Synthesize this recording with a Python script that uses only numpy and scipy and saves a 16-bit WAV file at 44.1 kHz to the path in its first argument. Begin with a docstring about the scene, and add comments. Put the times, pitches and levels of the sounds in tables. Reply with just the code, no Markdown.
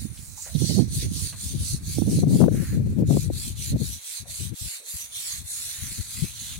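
"""A bundle of rope fibre scrubs to and fro over wet floor tiles, outdoors, about four strokes a second.
Countless fibres catch and slip on the glaze: a bright hiss that dips at each turn of the hand,
over a lower rasp of grit. Sandals and a small tub scuff the floor now and then.
The hand-held stereo microphone follows the work; gusts buffet its two ports, with faint air far off."""
import sys
import numpy as np
from scipy import signal
from scipy.fft import rfft, irfft
from scipy.io import wavfile
from scipy.ndimage import uniform_filter1d, map_coordinates

SR = 44100
rng = np.random.default_rng(int(sys.argv[2]) if len(sys.argv) > 2 else 0)


def master_out(mix):
    """Clip the mix to full scale and print it as 16-bit PCM to the path in sys.argv[1]."""
    frames = np.transpose(np.atleast_2d(mix))
    ceiling = np.clip(frames, -1, 1)
    pcm = np.round(ceiling * 32767).astype(np.int16)
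    wavfile.write(sys.argv[1], SR, pcm)


N = 290697
TIME = np.arange(N) / SR
FREQS = np.maximum(np.arange(N // 2 + 1) * SR / N, 1)
TOP_HZ = 15800  # highest frequency heard


def undb(db):
    """Decibels to gain."""
    return 10 ** (np.asarray(db) / 20)


def unit(x):
    """Scale to an rms of one."""
    return x / np.sqrt(np.mean(x ** 2, axis=-1, keepdims=True))


def curve(rows, column=1):
    """One column of a table, joined by straight lines in time."""
    rows = np.array(rows, float)
    return np.interp(TIME, rows[:, 0], rows[:, column])


def spectrum(rows, column=1):
    """Gain at each frequency from a table of freq_hz and level_db."""
    rows = np.array(rows, float)
    return undb(np.interp(np.log(FREQS), np.log(rows[:, 0]), rows[:, column]))


def shaped(x, gain):
    """Filter by a gain for each frequency."""
    return irfft(rfft(x) * gain, N)


def resonance(hz, width_hz):
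    """Response of one damped resonance."""
    return 1 / (1 + 1j * (FREQS ** 2 - hz ** 2) / (FREQS * width_hz))


def walk(per_s):
    """Smooth random drift with an rms of one, changing about per_s times a second."""
    steps = rng.standard_normal(8192)
    joined = np.interp(TIME * per_s, np.arange(len(steps)), steps)
    return unit(uniform_filter1d(joined, int(SR / per_s / 2) + 1))


def slips(per_s, spread_db):
    """Tiny clicks at random moments, their sizes scattered by spread_db."""
    hit = rng.random(N) < per_s / SR
    polarity = rng.choice([-1, 1], N)
    return unit(hit * polarity * undb(spread_db * np.clip(rng.standard_normal(N), -3, 3)))


# Strokes across the tiles, each lasting until the next: start_s, sweep_db, opening_turn_re_sweep_db
STROKES = [(0.0, -60, 19.5), (0.084, -60, 11), (0.337, -56.5, 5), (0.55, -38, -4), (0.874, -37.5, -13),
           (1.095, -34.5, -10), (1.346, -38.5, -6), (1.566, -37.5, -4.5), (1.808, -38, -13.5),
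           (2.05, -38.5, -4), (2.255, -39.5, -12.5), (2.475, -45.5, -5), (2.816, -61, 3),
           (3.043, -37.5, -32.5), (3.302, -35, -19), (3.543, -34, -14.5), (3.754, -37.5, -20),
           (4.005, -36, -8), (4.248, -35.5, -21), (4.525, -35.5, -20.5), (4.825, -37, -12),
           (5.094, -34, -13), (5.437, -39, -8.5), (5.795, -44.5, 8), (6.056, -40, 0), (6.334, -41, -1)]
# State of the floor and the grip: time_s, rasp_re_hiss_db, coarse_re_fine_db
GRIP = [(0, -24, -4), (0.47, -22, -5), (0.7, -28, 2), (1.0, -24, 1), (1.6, -28, 0), (2.4, -20, -1),
        (2.75, -15, -0.5), (3.4, -21, 1), (4.6, -14.5, 0), (5.3, -13, -1), (5.55, -17, -0.5),
        (6.59, -9, 1.5)]
# Early strokes swell to mid-sweep, later ones press more evenly: time_s, swell_db
SWELL = [(2.4, 8.5), (3.2, 2.5)]


def hand():
    """Gains of hiss, rasp and coarse strands as the hand speeds up, sweeps and slows into a turn."""
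    rise_s, fall_share, speed_power = 0.08, 0.3, 1.8
    pile_up_db = 14.5  # grit gathers ahead of the bundle along a stroke
    start, sweep_db, turn_db = np.transpose(STROKES)
    stroke, along = stroke_progress()
    rise = np.clip((TIME - start[stroke]) / rise_s, 0, 1)
    fall = np.clip((1 - along) / fall_share, 0, 1)
    speed = np.sin(rise * np.pi / 2) * np.sin(fall * np.pi / 2)
    swell_db = curve(SWELL) * (np.sin(np.pi * along) - np.pi / 4)
    sweep = undb(sweep_db[stroke] + swell_db) * speed ** speed_power
    drag = np.interp(TIME, start, undb(sweep_db + turn_db))  # some strands still rub in the turn
    rasp_db = curve(GRIP) + pile_up_db * (along - .5)
    return drag + sweep, drag * undb(-15) + sweep * undb(rasp_db), undb(curve(GRIP, column=2) / 2)


def stroke_progress():
    """Number of the stroke under way, and how far along it the hand is, 0-1."""
    start = np.array(STROKES)[:, 0]
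    stroke = np.maximum(np.searchsorted(start, TIME, "right") - 1, 0)
    return stroke, (TIME - start[stroke]) / np.diff(start, append=N / SR)[stroke]


# Colour of the hiss in front of the microphone, and off to one side: freq_hz, left_db, right_db
HISS_ON_AXIS = [(300, -34.0, -34.0), (1000, -27.0, -27.0), (2000, -25, -21), (2800, -14.5, -20),
                (3400, -8.7, -8.5), (4300, -0.5, 0.7), (5300, -15, -3.5), (6200, -6.8, 2.6),
                (7500, -6.8, -8.5), (9300, 2.4, 3.4), (10300, -1.2, -3.4), (11400, -8.8, -14.5),
                (13000, -12.6, -12.6), (15500, -12, -10.5)]
HISS_OFF_AXIS = [(300, -34.0, -34.0), (1000, -27.0, -27.0), (2000, -18, -14.5), (3000, -11.5, -17),
                 (3500, -5, -3.2), (4200, 0, 0), (5100, -7.5, -10.5), (6000, -11.5, -1.5), (7500, -5, 1.6),
                 (9000, -1, -1.7), (10300, 1.3, -5.6), (11500, -0.8, -8.8), (13000, -10, -12.5),
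                 (15500, -11.7, -12)]


def fibre_hiss(shared_slips, snaps, coarse_gain, off_axis, port):
    """Fibres catch and slip on the glaze; the grip shifts the load from coarse strands to fine ends."""
    alike = 0.32 / (1 + (FREQS / 5000) ** 6) + 0.012  # the ports agree only on long waves
    own_slips = slips(per_s=14000, spread_db=1.5) + snaps
    fibres = shaped(shared_slips, np.sqrt(alike)) + shaped(own_slips, np.sqrt(1 - alike))
    coarse_band = 1 / (1 + (FREQS / 6500) ** 6)
    fibres = shaped(fibres, coarse_band) * coarse_gain + shaped(fibres, 1 - coarse_band) / coarse_gain
    ahead = unit(shaped(fibres, spectrum(HISS_ON_AXIS, column=port + 1)))
    aside = unit(shaped(fibres, spectrum(HISS_OFF_AXIS, column=port + 1)))
    return (1 - off_axis) * ahead + off_axis * aside


# Resonances of the pressed bundle at mid-stroke: pitch_hz, width_hz, level_db
BUNDLE_MODES = [(1510, 170, -19), (2516, 3300, 0)]


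def grit_rasp(shared_grit):
    """Grit rolls under the bundle, whose resonances rise as it packs tighter along a stroke."""
    glide_octaves = 0.14  # either side of mid-stroke
    body = sum(undb(db) * np.abs(resonance(hz, width)) ** 2 for hz, width, db in BUNDLE_MODES)
    rasp = unit(shaped(shared_grit + slips(per_s=2600, spread_db=4.5), body))
    _, along = stroke_progress()
    pitch_ratio = 2 ** (glide_octaves * (2 * along - 1))
    return map_coordinates(rasp, [np.cumsum(pitch_ratio)], order=3, mode="wrap")


# The hand bears down and one group of strands bites: centre_s, half_length_s, boost_db, centre_hz
BITES = [(0.694, 0.19, 7, 4600), (0.966, 0.04, 4.5, 9700), (1.028, 0.03, 6.5, 4500),
         (1.155, 0.03, 5.5, 4560), (1.698, 0.085, 5, 7200), (5.513, 0.077, 7, 8500),
         (4.927, 0.043, 3, 11500)]


def strand_colour(rub):
    """Strands lie anew in each stroke and bite when pressed; the arm reflects their sound."""
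    lie_depth_db, lie_spacing_hz = 2.2, 330
    patch_depth_db, patch_hz, patch_changes_per_s = 5, 170, 22
    comb_depth_db, arm_lag_ms, arm_swing_ms = 2.3, 0.4, 0.09
    bite_half_octaves = 0.65
    hz, times, frames = signal.stft(rub, SR, nperseg=512)
    starts = np.array(STROKES)[:, 0]
    stroke = np.maximum(np.searchsorted(starts, times) - 1, 0)
    ripples = rng.standard_normal((len(starts), 200))
    lies = np.array([np.interp(hz / lie_spacing_hz, np.arange(200), row) for row in ripples])
    lie_db = lie_depth_db * np.tanh(uniform_filter1d(lies[stroke].T, size=12, axis=1))
    # random short-lived patches flicker across the spectrum
    grid = np.meshgrid(hz / patch_hz, times * patch_changes_per_s, indexing="ij")
    patch_db = patch_depth_db * map_coordinates(rng.standard_normal((128, 256)), grid, order=1, mode="wrap")
    reach = np.cos(np.pi * np.interp(times, starts, np.arange(len(starts))))
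    lag_s = (arm_lag_ms + arm_swing_ms * reach) / 1000
    comb_db = comb_depth_db * np.cos(2 * np.pi * np.outer(hz, lag_s))
    colour = undb(lie_db + patch_db + comb_db)
    colour /= np.sqrt(np.mean(colour ** 2, axis=0))
    for centre_s, half_s, db, centre_hz in BITES:
        octaves = np.log2((hz[:, None] + 1) / centre_hz)
        colour *= undb(db * np.exp(-((times - centre_s) / half_s) ** 2 - (octaves / bite_half_octaves) ** 2))
    return signal.istft(frames * colour, SR)[1][:N]


# The microphone swings round to follow the work: time_s, off_axis_share, left_lead_ms
MIC_BEARING = [(0, 0.33, 0.13), (2.4, 0.43, 0.0067), (3.2, 0.9, 0.34), (5.2, 0.95, 0.18),
               (6.3, 0.95, 0.0086)]


def scrubbing():
    """Hiss and rasp reach the two ports slightly apart, fluttering as the fibres slip in tufts."""
    hiss_gain, rasp_gain, coarse_gain = hand()
    off_axis, lead_s = curve(MIC_BEARING), curve(MIC_BEARING, column=2) / 1000
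    tufts = undb(.5 * walk(70) + .8 * walk(380))
    snaps = undb(-18) * slips(per_s=130, spread_db=4)  # wet strands snap off the tile
    fibres = slips(per_s=5200, spread_db=2) + snaps
    grit = slips(per_s=1000, spread_db=0)
    ports = []
    for port in range(2):
        heard_at = TIME + lead_s * (.5 - port)
        hiss = fibre_hiss(np.interp(heard_at, TIME, fibres), snaps, coarse_gain, off_axis, port)
        rasp = grit_rasp(np.interp(heard_at, TIME, grit))
        nearness = undb(0.33 + 1.45 * (port - .5))  # the work lies a little to the right
        rub = tufts * (nearness * hiss_gain * hiss + undb(-1) * rasp_gain * rasp)
        ports.append(strand_colour(rub))
    return np.array(ports)


# Rumble of a moderate gust on the microphone: freq_hz, level_db
RUMBLE = [(20, -27), (40, -19), (70, 1.5), (120, 3.5), (200, -6), (300, -15), (450, -26), (700, -47.5),
          (1100, -60.5), (3000, -56)]


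def eddies(gust_db):
    """Eddies tumble over one port; a harder gust sheds faster ones and so reaches higher."""
    level_db = gust_db + 4.6 * np.tanh(1.5 * walk(42))
    speed = 2 ** (np.clip(level_db + 26, -6, 11) / 18)
    field = shaped(rng.standard_normal(N), spectrum(RUMBLE))
    small = shaped(field, 1 / (1 + (260 / FREQS) ** 4))
    large = field - small
    flurries = undb(8 * np.tanh(walk(90)) - 1)
    pressure = map_coordinates(large + small * flurries, [np.cumsum(speed)], order=3, mode="wrap")
    steady_s = 0.17  # slower swells are evened out, leaving the level to the gust
    power = uniform_filter1d(pressure ** 2, int(steady_s * SR))
    power = uniform_filter1d(power, int(steady_s * SR / 2))
    return pressure / np.sqrt(power) * undb(level_db + 2)


# Running breeze on the left and right ports: time_s, level_db
BREEZE_LEFT = [(0.0, -53.5), (0.74, -54.5), (1.0, -28), (1.1, -35), (1.22, -56.5), (1.54, -30), (2.02, -39),
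               (2.1, -17), (2.44, -18), (2.7, -30), (2.77, -24), (2.93, -26.5), (3.02, -17.5), (3.17, -19),
               (3.25, -24.5), (3.54, -36.5), (3.78, -22), (3.94, -34), (4.04, -80), (5.14, -86),
               (5.4, -63.5), (6.58, -42.5)]
BREEZE_RIGHT = [(0.0, -32), (0.468, -56), (0.567, -23), (0.689, -21), (0.951, -32), (1.21, -25),
                (1.3, -45.5), (1.602, -32), (1.838, -41), (1.981, -20), (2.979, -31), (3.059, -24),
                (3.661, -51), (3.742, -25), (4.04, -73.5), (4.861, -87), (5.018, -57), (6.378, -53.5),
                (6.581, -52)]
# Lone puffs on the microphone: start_s, length_s, level_db, port (0 left, 1 right)
PUFFS = [(0.753, 0.079, -17.5, 1), (2.379, 0.11, -12.5, 0), (3.485, 0.068, -32.5, 1), (4.19, 0.2, -43, 0),
         (4.378, 0.18, -31, 0), (4.603, 0.095, -31.5, 0), (4.928, 0.053, -41, 0), (5.311, 0.17, -43.5, 0),
         (5.775, 0.17, -37, 0), (5.965, 0.071, -30.5, 0), (6.114, 0.16, -36, 0)]


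def wind():
    """Each port catches its own breeze, and lone puffs that rise, hold and drop."""
    edge_s = 0.028
    strength = undb([curve(BREEZE_LEFT), curve(BREEZE_RIGHT)])
    for start, length, db, port in PUFFS:
        edge = np.clip(np.minimum(TIME - start, start + length - TIME) / edge_s, 0, 1)
        strength[port] = np.hypot(strength[port], undb(db) * np.sin(edge * np.pi / 2) ** 2)
    return np.array([eddies(gust_db) for gust_db in 20 * np.log10(strength)])


# Outdoor air in the distance: freq_hz, level_db
DISTANT_AIR = [(200, -31), (450, 11.5), (1100, 10), (2500, 13), (6000, -40)]


def air():
    """Faint, steady outdoor background, different at each port."""
    return undb(-61) * unit(shaped(rng.standard_normal((2, N)), spectrum(DISTANT_AIR)))


# Single eddies right on the microphone: start_s, level_db, swirl_hz, port (0 left, 1 right)
BUFFETS = [(0.045, -13, 238, 1), (0.55, -5, 151, 1), (0.615, -10.5, 264, 1), (0.738, -13, 191, 1),
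           (0.819, -6, 254, 1), (1.025, -21.5, 326, 1), (1.109, -14, 170, 1), (1.547, -22, 183, 0),
           (1.735, -13, 115.3, 0), (1.984, -8, 270, 1), (2.231, -1.5, 326, 0), (2.266, -6, 289, 0),
           (2.404, -5, 348, 0), (2.438, -8, 384, 0), (2.48, -4, 398, 0), (3.022, -7.5, 272, 0),
           (3.101, -6.5, 264, 0), (3.17, -7, 450, 0), (3.301, -8, 212, 0), (6.221, -8.5, 164.6, 0),
           (6.578, -27, 151.5, 0)]


def buffets():
    """A hard eddy slaps one port with a few uneven swings: a thud when large, a flap when small."""
    turns_to_peak, wobble_octaves, port_cutoff_hz = 1.02, 0.41, 1000
    out = np.zeros((2, N))
    pace = 2 ** (wobble_octaves * walk(400))
    tatter = 1 + .5 * np.tanh(walk(250))
    for (start, db, hz, port), phase in zip(BUFFETS, rng.random(len(BUFFETS))):
        span = slice(int(start * SR), int(start * SR) + SR // 10)
        turns = np.cumsum(pace[span]) * hz / SR
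        age = turns / turns_to_peak
        envelope = undb(db - 4.5) * tatter[span] * age * np.exp(1 - age)
        out[port, span] += envelope * np.sin(2 * np.pi * (turns + phase))
    return shaped(out, 1 / (1 + (FREQS / port_cutoff_hz) ** 10))


def slides(rows, right_db):
    """Grit under a sliding sole or rim rings it for as long as it moves, and the wet film sizzles."""
    out = np.zeros((2, N))
    grit = np.array([slips(per_s=3900, spread_db=3) for _ in range(2)])
    sizzle_band = (FREQS < TOP_HZ) / (1 + (12000 / FREQS) ** 10)
    sizzle = undb(-54) * unit(shaped(grit, sizzle_band))
    for start, end, db, hz, width in rows:
        along = np.clip((TIME - start) / (end - start), 0, 1)
        push = np.sqrt(np.abs(np.sin(np.pi * along)))
        ring = unit(shaped(grit + grit.mean(axis=0), resonance(hz, width) ** 2))
        out += push * (sizzle + undb(db) * ring)
    return out * undb(right_db * np.array([[-.5], [.5]]))


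# A sandal on the tiles, well right of the microphone: start_s, end_s, level_db, pitch_hz, width_hz
SANDAL_SLIDES = [(0.13, 0.46, -49, 7300, 4500), (0.365, 0.5, -41.5, 7100, 2380),
                 (0.418, 0.44, -40, 7360, 1400), (0.545, 0.567, -42, 3940, 1000)]


def sandal():
    """A sole is dragged forward over wet grit and planted."""
    return slides(SANDAL_SLIDES, right_db=8.5)


# Scuffs and knocks of sandals and tub, centred: start_s, level_db, pitch_hz, t60_s, width_hz
SCUFFS = [(0.172, -48, 3460, 0.21, 3000), (0.375, -49, 920, 0.13, 300), (0.462, -46, 650, 0.22, 280),
          (1.326, -43, 1190, 0.14, 2600), (4.256, -48, 630, 0.2, 168), (4.801, -55, 483, 0.33, 200)]


def scuffs():
    """Each contact briefly rings the sole or the tub: hollow when narrow, a crisp tap when wide."""
    attack_s = 0.00038
    out = np.zeros((2, N))
    friction = rng.standard_normal(N) + .5 * rng.standard_normal((2, N))
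    for start, db, hz, t60, width in SCUFFS:
        span = slice(int(start * SR), int(start * SR) + SR // 3)
        age = TIME[span] - TIME[span][0]
        envelope = (1 - np.exp(-age / attack_s)) * undb(-60 * age / t60)
        ring = unit(shaped(friction, resonance(hz, width) ** 2))
        out[:, span] += undb(db) * envelope * ring[:, span]
    return out


# The tub on the tiles, a little right of the microphone: start_s, end_s, level_db, pitch_hz, width_hz
TUB_SLIDES = [(0.44, 0.51, -52, 1800, 900), (0.98, 1.07, -51, 2150, 800), (2.515, 2.79, -49.5, 1750, 1000),
              (5.71, 5.94, -50, 1950, 1500)]


def tub():
    """The small tub is pushed along, its rim scraping over grit."""
    return slides(TUB_SLIDES, right_db=3)


def scene():
    """Work on a wet floor in the open air, with wind on the microphone."""
    return scrubbing() + wind() + air() + buffets() + sandal() + scuffs() + tub()


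def record(dry):
    """The microphone rounds off the hardest gusts; the sound is then low-passed at 15.8 kHz."""
    ceiling = .55
    lowpass = signal.ellip(10, .05, 60, TOP_HZ, fs=SR, output="sos")
    return signal.sosfiltfilt(lowpass, ceiling * np.tanh(dry / ceiling))


dry = scene()
out = record(dry)
master_out(out)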